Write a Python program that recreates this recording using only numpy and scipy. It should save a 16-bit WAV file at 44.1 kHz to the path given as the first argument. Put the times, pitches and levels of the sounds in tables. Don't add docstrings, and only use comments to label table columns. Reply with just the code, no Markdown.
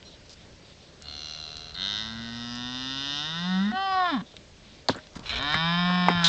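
import sys
import numpy as np
from scipy import signal
from scipy.fft import rfft, irfft
from scipy.io import wavfile
from scipy.ndimage import uniform_filter1d

SR = 44100
rng = np.random.default_rng(int(sys.argv[2]) if len(sys.argv) > 2 else 0)


def voltage_ratio(level):
    return 10 ** (np.asarray(level, float) / 20)


def log_audio(samples):
    frames = np.atleast_2d(samples).T
    limited = np.clip(frames, -1, 1)
    pcm = np.round(limited * 32767).astype(np.int16)
    wavfile.write(sys.argv[1], SR, pcm)


N = 276948

# pitch_hz, density_db (per Hz)
YARD_SPECTRUM = [(59, -24), (100, 0.5), (378, -7), (423, -4.5), (456, -9), (615, -5), (650, -12),
                 (728, -12), (1210, -17), (1720, -16), (4820, -16), (8150, -26), (8780, -41.5),
                 (11400, -90), (19300, -120)]
# peak_s, width_s, level_db
GUSTS = [(.45, .2, 4.5), (1.75, .5, 5), (2.65, .35, 4.5), (5.2, .1, 7), (5.38, .25, 14), (5.6, .18, 15),
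         (5.85, .2, 11), (6.3, .15, 7)]

# start_s, length_s, level_db, pitch_hz
SQUEAKS = [
    (.045, 0.046, -60, 5650),
    (.045, 0.051, -55, 4100),
    (1.42, 0.4, -61.5, 429),
    (.1, .02, -66, 5650),
    (.62, .05, -63, 4720),
]
# start_s, length_s, rms_db,
# pitch_hz, width_hz
SCUFFS = [(.04, 0.14, -55, 3700, 1200), (.29, .06, -49.5, 4630, 3000), (.35, 0.11, -58, 3500, 2000),
          (.62, 0.15, -59, 3700, 1200), (.78, .14, -58.5, 3750, 2000), (4.24, .13, -57, 3600, 700),
          (4.6, 0.24, -59, 3520, 2000), (4.91, 0.1, -46.5, 1460, 905), (4.97, 0.095, -56.5, 3700, 1200),
          (5.15, 0.03, -47, 4170, 4940), (5.225, 0.064, -49, 3000, 3000), (5.1, 0.27, -53.5, 940, 900),
          (5.3, 0.14, -44, 655, 150), (5.255, 0.12, -51, 2750, 3500), (5.885, .04, -36, 1000, 900),
          (6.21, .035, -36, 1300, 700), (6.215, .03, -42, 4200, 2000), (6.1, .025, -38, 2200, 700),
          (4.19, .03, -48, 1400, 1200), (5.85, .25, -53, 280, 120), (1.742, .014, -41, 4200, 700),
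          (5.25, .25, -51, 480, 200), (5.153, .025, -45, 1200, 1500)]
# pitch_hz, width_hz, level_db
LATCH_MODES = [(2390, 350, 2.5), (2860, 300, 0.5), (3450, 260, 2.5), (4000, 400, 2), (1500, 900, -5),
               (5200, 1100, -12), (6300, 900, -23)]
# start_s, length_s, rms_db
LATCH_RATTLES = [
    (5.2574, .03, -38),
    (5.2929, .022, -29.5),
    (5.32, .03, -36.5),
    (5.357, .032, -32),
]
# start_s, peak_db, pitch_hz, t60_s
TICKS = [(.028, -33, 3000, .011), (.295, -33.5, 4970, .02), (1.0226, -26.5, 5600, .015),
         (1.5693, -22.5, 4500, .0066), (2.555, -28.5, 4907, .02), (4.3665, -29.5, 3500, .03),
         (4.963, -40, 7360, .047), (5.07, -35.5, 3600, .015), (5.134, -42, 4500, .01),
         (5.1946, -29, 4200, .011), (5.427, -35.5, 6670, .011), (1.7435, -37, 4200, .02),
         (5.174, -42, 5500, .008), (.53, -45, 3500, .01), (5.495, -43, 7000, .008), (5.525, -38, 7000, .01),
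         (1.988, -44, 7500, .01)]
# start_s, peak_db, pitch_hz, t60_s
THUDS = [(4.342, -41, 396, .013), (5.163, -27, 160, .031), (5.192, -33, 250, .03), (4.968, -34, 300, .05),
         (6.068, -28, 550, .03), (6.108, -24, 900, .03), (5.55, -24, 124, .1), (5.9, -26, 700, .09),
         (6.15, -27, 92, .17)]
# start_s, peak_db, pitch_hz, t60_s
THROBS = [
    (3.722, -30, 222, .15),
    (4.214, -35, 240, .067),
]

# lag_s, level_db, pitch_hz, width_hz, t60_s
GATE = [(0, 0, 4200, 830, .0068), (.0027, -7, 4300, 1800, .019), (.0002, -18.5, 6720, 1800, .047),
        (.0022, -3.5, 800, 1000, .025), (.0092, -2.5, 417, 570, .016), (.0097, -5, 1216, 810, .024),
        (.0112, -8, 235, 170, .07), (.0042, -19, 135, 100, .15), (.0142, -13, 3730, 2200, .13),
        (.0142, -44, 616, 8, .9)]
PANEL = [(0, 0, 987, 490, .012), (.0027, -8, 1250, 670, .015), (.0007, -7, 2050, 800, .03),
         (.008, -12.5, 432, 510, .037), (.024, -18, 1330, 1500, .07), (.005, -19, 260, 120, .08),
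         (.001, -42, 6900, 1200, .025), (.001, -21, 4000, 3500, .02)]
CHAIN = [(0, -19, 3960, 3000, .033), (.002, -8, 4900, 1200, .07), (.0042, 0, 3700, 800, .11),
         (.0015, -13, 6380, 1900, .1), (.0045, -12, 1500, 1400, .083)]
# start_s, peak_db, tilt_db (per octave about 1 kHz)
GATE_BLOWS = [
    (4.8858, -8.5, 0),
    (4.946, -31, -1),
]
PANEL_BLOWS = [
    (5.5428, -14, 8),
    (6.0848, -3.5, 0),
]
CHAIN_BLOWS = [
    (6.2405, -10, 1.5),
    (6.251, -14.5, 1),
    (6.263, -16, 1),
    (6.268, -16, 1),
]

# start_s, effort_db, strain_db (moves sound to the nose), throat_pose (0-1), chest_db
CREAK = [(1.0, -63, 3, .35, -70), (1.078, -54.5, 13, .38, -51), (1.264, -54, 15, .7, -58),
         (1.434, -53, 12, 1, -56), (1.71, -55, 10, .95, -57), (1.73, -56, 2, .95, -52),
         (1.8, -54, 5, .9, -59), (2.051, -58, 7, .8, -52), (2.401, -60, 6, .7, -60)]
RISE = [(1.738, -52, 8, .15, -56), (1.824, -44, 14, .08, -58), (1.99, -42.5, 10, .33, -55),
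        (2.15, -46.5, 2, .32, -46), (2.54, -45.5, 5.5, .93, -44.5), (3.16, -42.5, 10.5, .78, -47.5),
        (3.56, -37, -2, .66, -33.5), (3.7, -39, -4.5, .58, -32), (3.718, -37, -9, .6, -44)]
BELLOW = [(3.712, -46, -2, 0, -36), (3.768, -32.5, -6.5, .12, -27), (3.84, -34.5, -3.5, .18, -28.5),
          (3.984, -27, -13.5, .5, -24), (4.064, -25.5, -13.5, .7, -25), (4.098, -29.5, -6, .71, -26),
          (4.152, -33.5, -7, .77, -30.5), (4.182, -39, -12, .7, -38), (4.215, -45, -3.5, .69, -41)]
NEAR = [(5.31, -40, 8, .17, -62), (5.35, -41.5, 4, .17, -56), (5.428, -33.5, .5, .35, -44),
        (5.532, -29, -1, .2, -39), (5.64, -30.5, -.5, .6, -32), (5.776, -29, -2.5, .77, -32.5),
        (5.9, -29, -5.5, .81, -31.5), (6.119, -29.5, -4, .77, -32.5), (6.28, -30.5, -2, .52, -32)]
# start_s, pitch_hz
CREAK_PITCH = [(1.0, 74.7), (1.078, 72), (1.264, 77.2), (1.42, 77.2), (1.688, 79.3), (1.74, 75.9),
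               (1.8, 78.8), (2.051, 72.75), (2.401, 66.5)]
RISE_PITCH = [(1.738, 110), (2.504, 119.9), (2.674, 123.8), (2.9, 132.3), (3.138, 143.9), (3.21, 148.3),
              (3.5, 184.9), (3.584, 188.4), (3.718, 217.5)]
BELLOW_PITCH = [(3.712, 361.6), (3.78, 385.6), (3.84, 389), (3.984, 372.8), (4.064, 351.8), (4.098, 333),
                (4.152, 254.6), (4.182, 195), (4.215, 155)]
NEAR_PITCH = [(5.31, 109), (5.428, 139.6), (5.532, 154.4), (5.63, 164.9), (5.776, 175.4), (5.946, 179.9),
              (6.054, 178.8), (6.189, 172.8), (6.28, 166.1)]
# roughness at start, held, at end (0-1), settle_s, fail_s
CREAK_QUALITY = (.4, .36, .3, .1, .2)
RISE_QUALITY = (.32, .18, .45, .04, .05)
BELLOW_QUALITY = (.25, .05, .42, .04, .03)
NEAR_QUALITY = (.48, .1, .17, .06, .2)
# pose0_hz, pose1_hz, width_hz, pose0_db, pose1_db
CREAK_THROAT = [(730, 713, 120, -11, -8.5), (1420, 1370, 380, -11, -13), (2170, 2100, 120, -8.5, -18.5),
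                (2905, 2787, 90, 1, -6.5), (3600, 3450, 500, -3, -11), (4200, 4050, 320, 1, -1.5),
                (5400, 4990, 280, -22, -12.5), (5930, 5800, 580, -17.5, -14)]
RISE_THROAT = [(287, 350, 100, -3, -14), (680, 787, 60, -8, -1.5), (1010, 1064, 320, -9.5, -1.5),
               (1380, 1330, 106, -6, -1), (1546, 1440, 255, 1.5, 0.5), (2005, 1804, 210, 1.5, 2),
               (2500, 2000, 430, -15.5, -29.5), (3046, 2970, 306, -10.5, -4), (3160, 3190, 284, -7.5, -6.5),
               (3740, 3614, 300, 4, -0.5), (4100, 4100, 220, 1, -7.5), (4824, 5070, 390, -17.5, -9),
               (5230, 5380, 320, -16.5, -12), (6020, 5700, 440, -22, -18.5)]
BELLOW_THROAT = [(800, 770, 150, -16, 2.5), (1165, 1052, 170, -3, 3.5), (1503, 1290, 280, -2, -9),
                 (1800, 1640, 260, 0, -11), (2830, 2250, 360, -5, -7.5), (3100, 3200, 220, 1, 4),
                 (3500, 3630, 366, -1.5, 6), (4200, 3780, 270, -2.5, 3), (4900, 5100, 420, -4, -8)]
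NEAR_THROAT = [(753, 863, 143, -2.5, 4), (1110, 1040, 267, 0.5, 3), (1450, 1500, 320, 3.5, -1.5),
               (1757, 1648, 175, 7, -2), (2285, 2380, 190, -11, -5), (2800, 2750, 92, -12, -11.5),
               (3110, 3150, 111, -2, -3.5), (3750, 3650, 260, -6, -8.5), (4094, 3313, 490, -9.5, -12),
               (4750, 4750, 190, -16, -16.5), (5230, 5100, 190, -16, -9), (6030, 5250, 470, -28, -34)]
NOSE_POCKETS = {"rise": [(1800, 1753, 40), (2320, 2160, 430), (4600, 4240, 160)],
                "bellow": [(2230, 2780, 170), (6200, 6200, 750)], "near": [(464, 535, 64),
                (2110, 2160, 180), (4420, 4450, 89), (7200, 5900, 500)]}
# pitch_hz, level_db
CHEST = [(75, 0), (143, -3), (190, 9), (235, 4), (290, 1.5), (332, -18.5), (500, -29), (770, -.3)]


def evened(x):
    return x / np.sqrt(np.mean(x ** 2) + 1e-20)


def levelled(x, span_s=0.071):
    size = round(span_s * SR)
    power = uniform_filter1d(uniform_filter1d(x ** 2, size), size)
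    return x / np.sqrt(power + 1e-12)


def add(mix, start_s, sound):
    part = mix[round(start_s * SR):][:len(sound)]
    part += sound[:len(part)]


def resonate(x, hz, width, order=2):
    turn = np.exp(2j * np.pi * np.cumsum(hz * np.ones(len(x))) / SR)
    r = np.exp(-np.pi * width / SR)
    smooth = signal.lfilter([(1 - r) ** order], np.poly([r] * order), x / turn)
    return 2 * (turn * smooth).real


def yard():
    hz = np.fft.rfftfreq(1024, 1 / SR)
    real, imag, patches = rng.standard_normal((N // 256 + 5, 513, 3)).T
    patches = evened(uniform_filter1d(uniform_filter1d(patches, 20, 0), 12, 1))
    f, db = np.transpose(YARD_SPECTRUM)
    density_db = np.interp(np.log(hz + 1), np.log(f + 1), db)[:, None]
    spectrum = (real + 1j * imag) * voltage_ratio(density_db + 1.2 * patches)
    return voltage_ratio(-52.5) * evened(signal.istft(spectrum, nperseg=1024, noverlap=768)[1][:N])


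def wind():
    rumble = resonate(rng.standard_normal(N), 54, 98)
    t = np.arange(N) / SR
    gust_db = sum(db * np.exp(-(2 * (t - s) / width) ** 2) for s, width, db in GUSTS)
    return voltage_ratio(-57.5 + gust_db) * evened(rumble)


def squeak(length, db, hz):
    t = np.arange(round(length * SR)) / SR
    return voltage_ratio(db) * np.sqrt(2) * np.sin(2 * np.pi * hz * t) * signal.windows.tukey(len(t), .4)


def scuff(length, db, hz, width):
    noise, grit = rng.standard_normal((2, SR))[:, :round(length * SR)]
    grains = noise * voltage_ratio(1.9 * evened(uniform_filter1d(grit, 150)))
    return voltage_ratio(db) * evened(resonate(grains, hz, width)) * signal.windows.tukey(len(noise), .5)


def rattle(length, db):
    chance, size = rng.random((2, SR // 10))
    t = np.arange(SR // 10) / SR
    clicks = (chance < 2500 / SR) * (size - .3) * (t < length)
    clicks[0] = 1
    ring = sum(voltage_ratio(mode_db) * resonate(clicks, hz, width) for hz, width, mode_db in LATCH_MODES)
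    return voltage_ratio(db) * ring / ring[:round(length * SR)].std()


def knock(db, hz, width, t60):
    t = np.arange(round((t60 + .01) * SR)) / SR
    force = rng.standard_normal(SR)[:len(t)] * voltage_ratio(-60 * t / t60)
    force[0] -= 9
    ring = resonate(force, hz, width)
    return voltage_ratio(db) * ring / abs(ring).max()


def single(rows, wide):
    return [(s, db, hz, hz * (wide if hz < 6300 else .15), t60) for s, db, hz, t60 in rows]


def strike(blows, part):
    return [(s + lag, db + patch_db + tilt * np.log2(hz / 1000), hz, width, t60)
            for s, db, tilt in blows
            for lag, patch_db, hz, width, t60 in part]


def panels(x, wet_db, t60):
    t = np.arange(SR // 4) / SR
    signs = rng.choice([-1., 1.], len(t))
    echoes = signs * (rng.random(len(t)) < 2000 / SR)
    tail = echoes * voltage_ratio(-60 * t / t60) * (t > .004)
    return x + voltage_ratio(wet_db) * signal.fftconvolve(x, tail / np.linalg.norm(tail))[:N]


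def peak(f, hz, width):
    return 1 / (1 + 2j * (f[:, None] - hz) / width)


def promptest(gain):
    fold = irfft(np.log(gain + gain.max(0) / 1000), axis=0)
    fold[len(gain):] = 0
    return np.exp(2j * 1.3 * rfft(fold, axis=0).imag)


def fold_pulses(phase, hz):
    top = np.floor(8500 / hz)
    return (np.sin((top + .5) * phase) - np.sin(5 / 2 * phase)) / np.sin(phase / 2)


def throat_shapes(f, at, pose, lift_db, throat, pockets, split_hz, drift_db):
    shapes = np.zeros((2, len(f), len(at)), complex)
    for f0, f1, width, db0, db1 in throat:
        sway, slide = (np.interp(at, np.arange(40) * 0.1306, knots) for knots in rng.standard_normal((2, 40)))
        level_db = db0 + pose * (db1 - db0) + drift_db * sway + lift_db * (f0 > 4500)
        hz = (f0 + pose * (f1 - f0)) * (1 + slide / 250)
        shapes[int(f0 > split_hz)] += voltage_ratio(level_db) * peak(f, hz, width) ** 2
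    for f0, f1, width in pockets:
        shapes *= 1 - peak(f, f0 + pose * (f1 - f0), width)
    return abs(shapes) / np.linalg.norm(shapes, axis=1, keepdims=True)


def moo(pitch, rows, quality, throat, pockets, split_hz, jitter, shimmer_db, airy, drift_db, lift_db,
        scoop_hz=0, shut_s=np.inf, limp_s=0):
    s, *columns = np.transpose(rows)
    t = np.arange(s[0], s[-1], 1 / SR)
    since_start, until_end = t - s[0], s[-1] - t
    hz = np.interp(t, *np.transpose(pitch)) - scoop_hz * np.exp(-since_start / .16)
    mouth_db, strain_db, pose, chest_db = (np.interp(t, s, c) for c in columns)
    nose_db = mouth_db + strain_db
    f, db = np.transpose(CHEST)
    one_db, two_db = (chest_db + np.interp(np.log(k * hz), np.log(f), db) for k in (1, 2))

    first, held, last, settle_s, fail_s = quality
    rough = held + (first - held) * np.exp(-since_start / settle_s)
    rough = rough + (last - held) * np.exp(-until_end / fail_s)
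    rough = np.clip(rough - .008 * strain_db, 0, 1)
    pose = np.clip(pose, 0, 1)
    dull_s = .07
    lift_db = lift_db - 22 * np.exp(-since_start / dull_s) - 5.5 * np.clip((t - shut_s) / dull_s, 0, 1)

    wobble, swing, breath = rng.standard_normal((3 * SR, 3))[:len(t)].T
    turns = np.cumsum(hz * (1 + jitter * rough * evened(uniform_filter1d(wobble, 300)))) / SR
    phase = 2 * np.pi * turns
    folds = fold_pulses(phase, hz)
    folds *= voltage_ratio(shimmer_db * rough * swing[turns.round().astype(int)])
    folds *= voltage_ratio(-4.5 * np.clip((limp_s - t) / .04, 0, 1) * (turns.round() % 2))
    puffs = evened((0.59 + np.exp(-(turns % 1) / .3)) * breath)
    drives = [(1 - r) * levelled(folds) + r * puffs for r in (rough, np.minimum(airy * rough, 1))]

    f, at, z = signal.stft(np.array(drives), SR, nperseg=2048, noverlap=1792)
    pose, lift_db, *band_db = (np.interp(at, since_start, c) for c in (pose, lift_db, mouth_db, nose_db))
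    shapes = throat_shapes(f, at, pose, lift_db, throat, pockets, split_hz, drift_db)
    prompt = promptest((shapes * voltage_ratio(np.array(band_db))[:, None]).sum(0))
    mouth, nose = signal.istft(z * shapes * prompt, SR, nperseg=2048, noverlap=1792)[1][:, :len(t)]

    hum = voltage_ratio(one_db) * np.sin(phase) + voltage_ratio(two_db) * np.cos(2 * phase)
    dropping = uniform_filter1d(swing[(turns / 2).astype(int)], 100)
    hum *= voltage_ratio(shimmer_db * rough ** 2 * dropping)
    voice = np.sqrt(2) * hum + voltage_ratio(mouth_db) * levelled(mouth) + voltage_ratio(nose_db) * levelled(nose)
    edges = np.clip(np.minimum(since_start, until_end + 0.0035) / 0.0029, 0, 1)
    return s[0] + .002, voice * edges


def scene():
    calls, steel = np.zeros((2, N))
    add(calls, *moo(CREAK_PITCH, CREAK, CREAK_QUALITY, CREAK_THROAT, [], split_hz=2400, jitter=0.0308,
                    shimmer_db=3, airy=1.75, drift_db=-0.45, lift_db=2.5, shut_s=1.32))
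    add(calls, *moo(RISE_PITCH, RISE, RISE_QUALITY, RISE_THROAT, NOSE_POCKETS["rise"], split_hz=2250, jitter=0.012,
                    shimmer_db=3, airy=1.7, drift_db=1.1, lift_db=7.2, scoop_hz=28, shut_s=2.53))
    add(calls, *moo(BELLOW_PITCH, BELLOW, BELLOW_QUALITY, BELLOW_THROAT, NOSE_POCKETS["bellow"], split_hz=2150,
                    jitter=0.026, shimmer_db=9, airy=2.0, drift_db=2.0, lift_db=1.5, shut_s=3.92))
    add(calls, *moo(NEAR_PITCH, NEAR, NEAR_QUALITY, NEAR_THROAT, NOSE_POCKETS["near"], split_hz=2100, jitter=0.027,
                    shimmer_db=6, airy=2.0, drift_db=1.2, lift_db=1.5, limp_s=5.44))
    knocks = single(TICKS, wide=.75) + single(THUDS, wide=1.4) + single(THROBS, wide=.28)
    knocks += strike(GATE_BLOWS, GATE) + strike(PANEL_BLOWS, PANEL) + strike(CHAIN_BLOWS, CHAIN)
    for table, source in ((knocks, knock), (SCUFFS, scuff), (SQUEAKS, squeak), (LATCH_RATTLES, rattle)):
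        for start_s, *row in table:
            add(steel, start_s, source(*row))
    steel = signal.sosfilt(signal.butter(2, 75, "high", fs=SR, output="sos"), steel)
    heard = panels(calls + steel, wet_db=-14, t60=.11)
    return (heard + yard() + wind())[None]


def roll_off(x):
    return signal.sosfilt(signal.butter(12, 8930, fs=SR, output="sos"), x)


def record(dry):
    dull = signal.sosfiltfilt(signal.butter(8, 8300, fs=SR, output="sos"), dry)
    return roll_off(dull)


dry = scene()
out = record(dry)
log_audio(out)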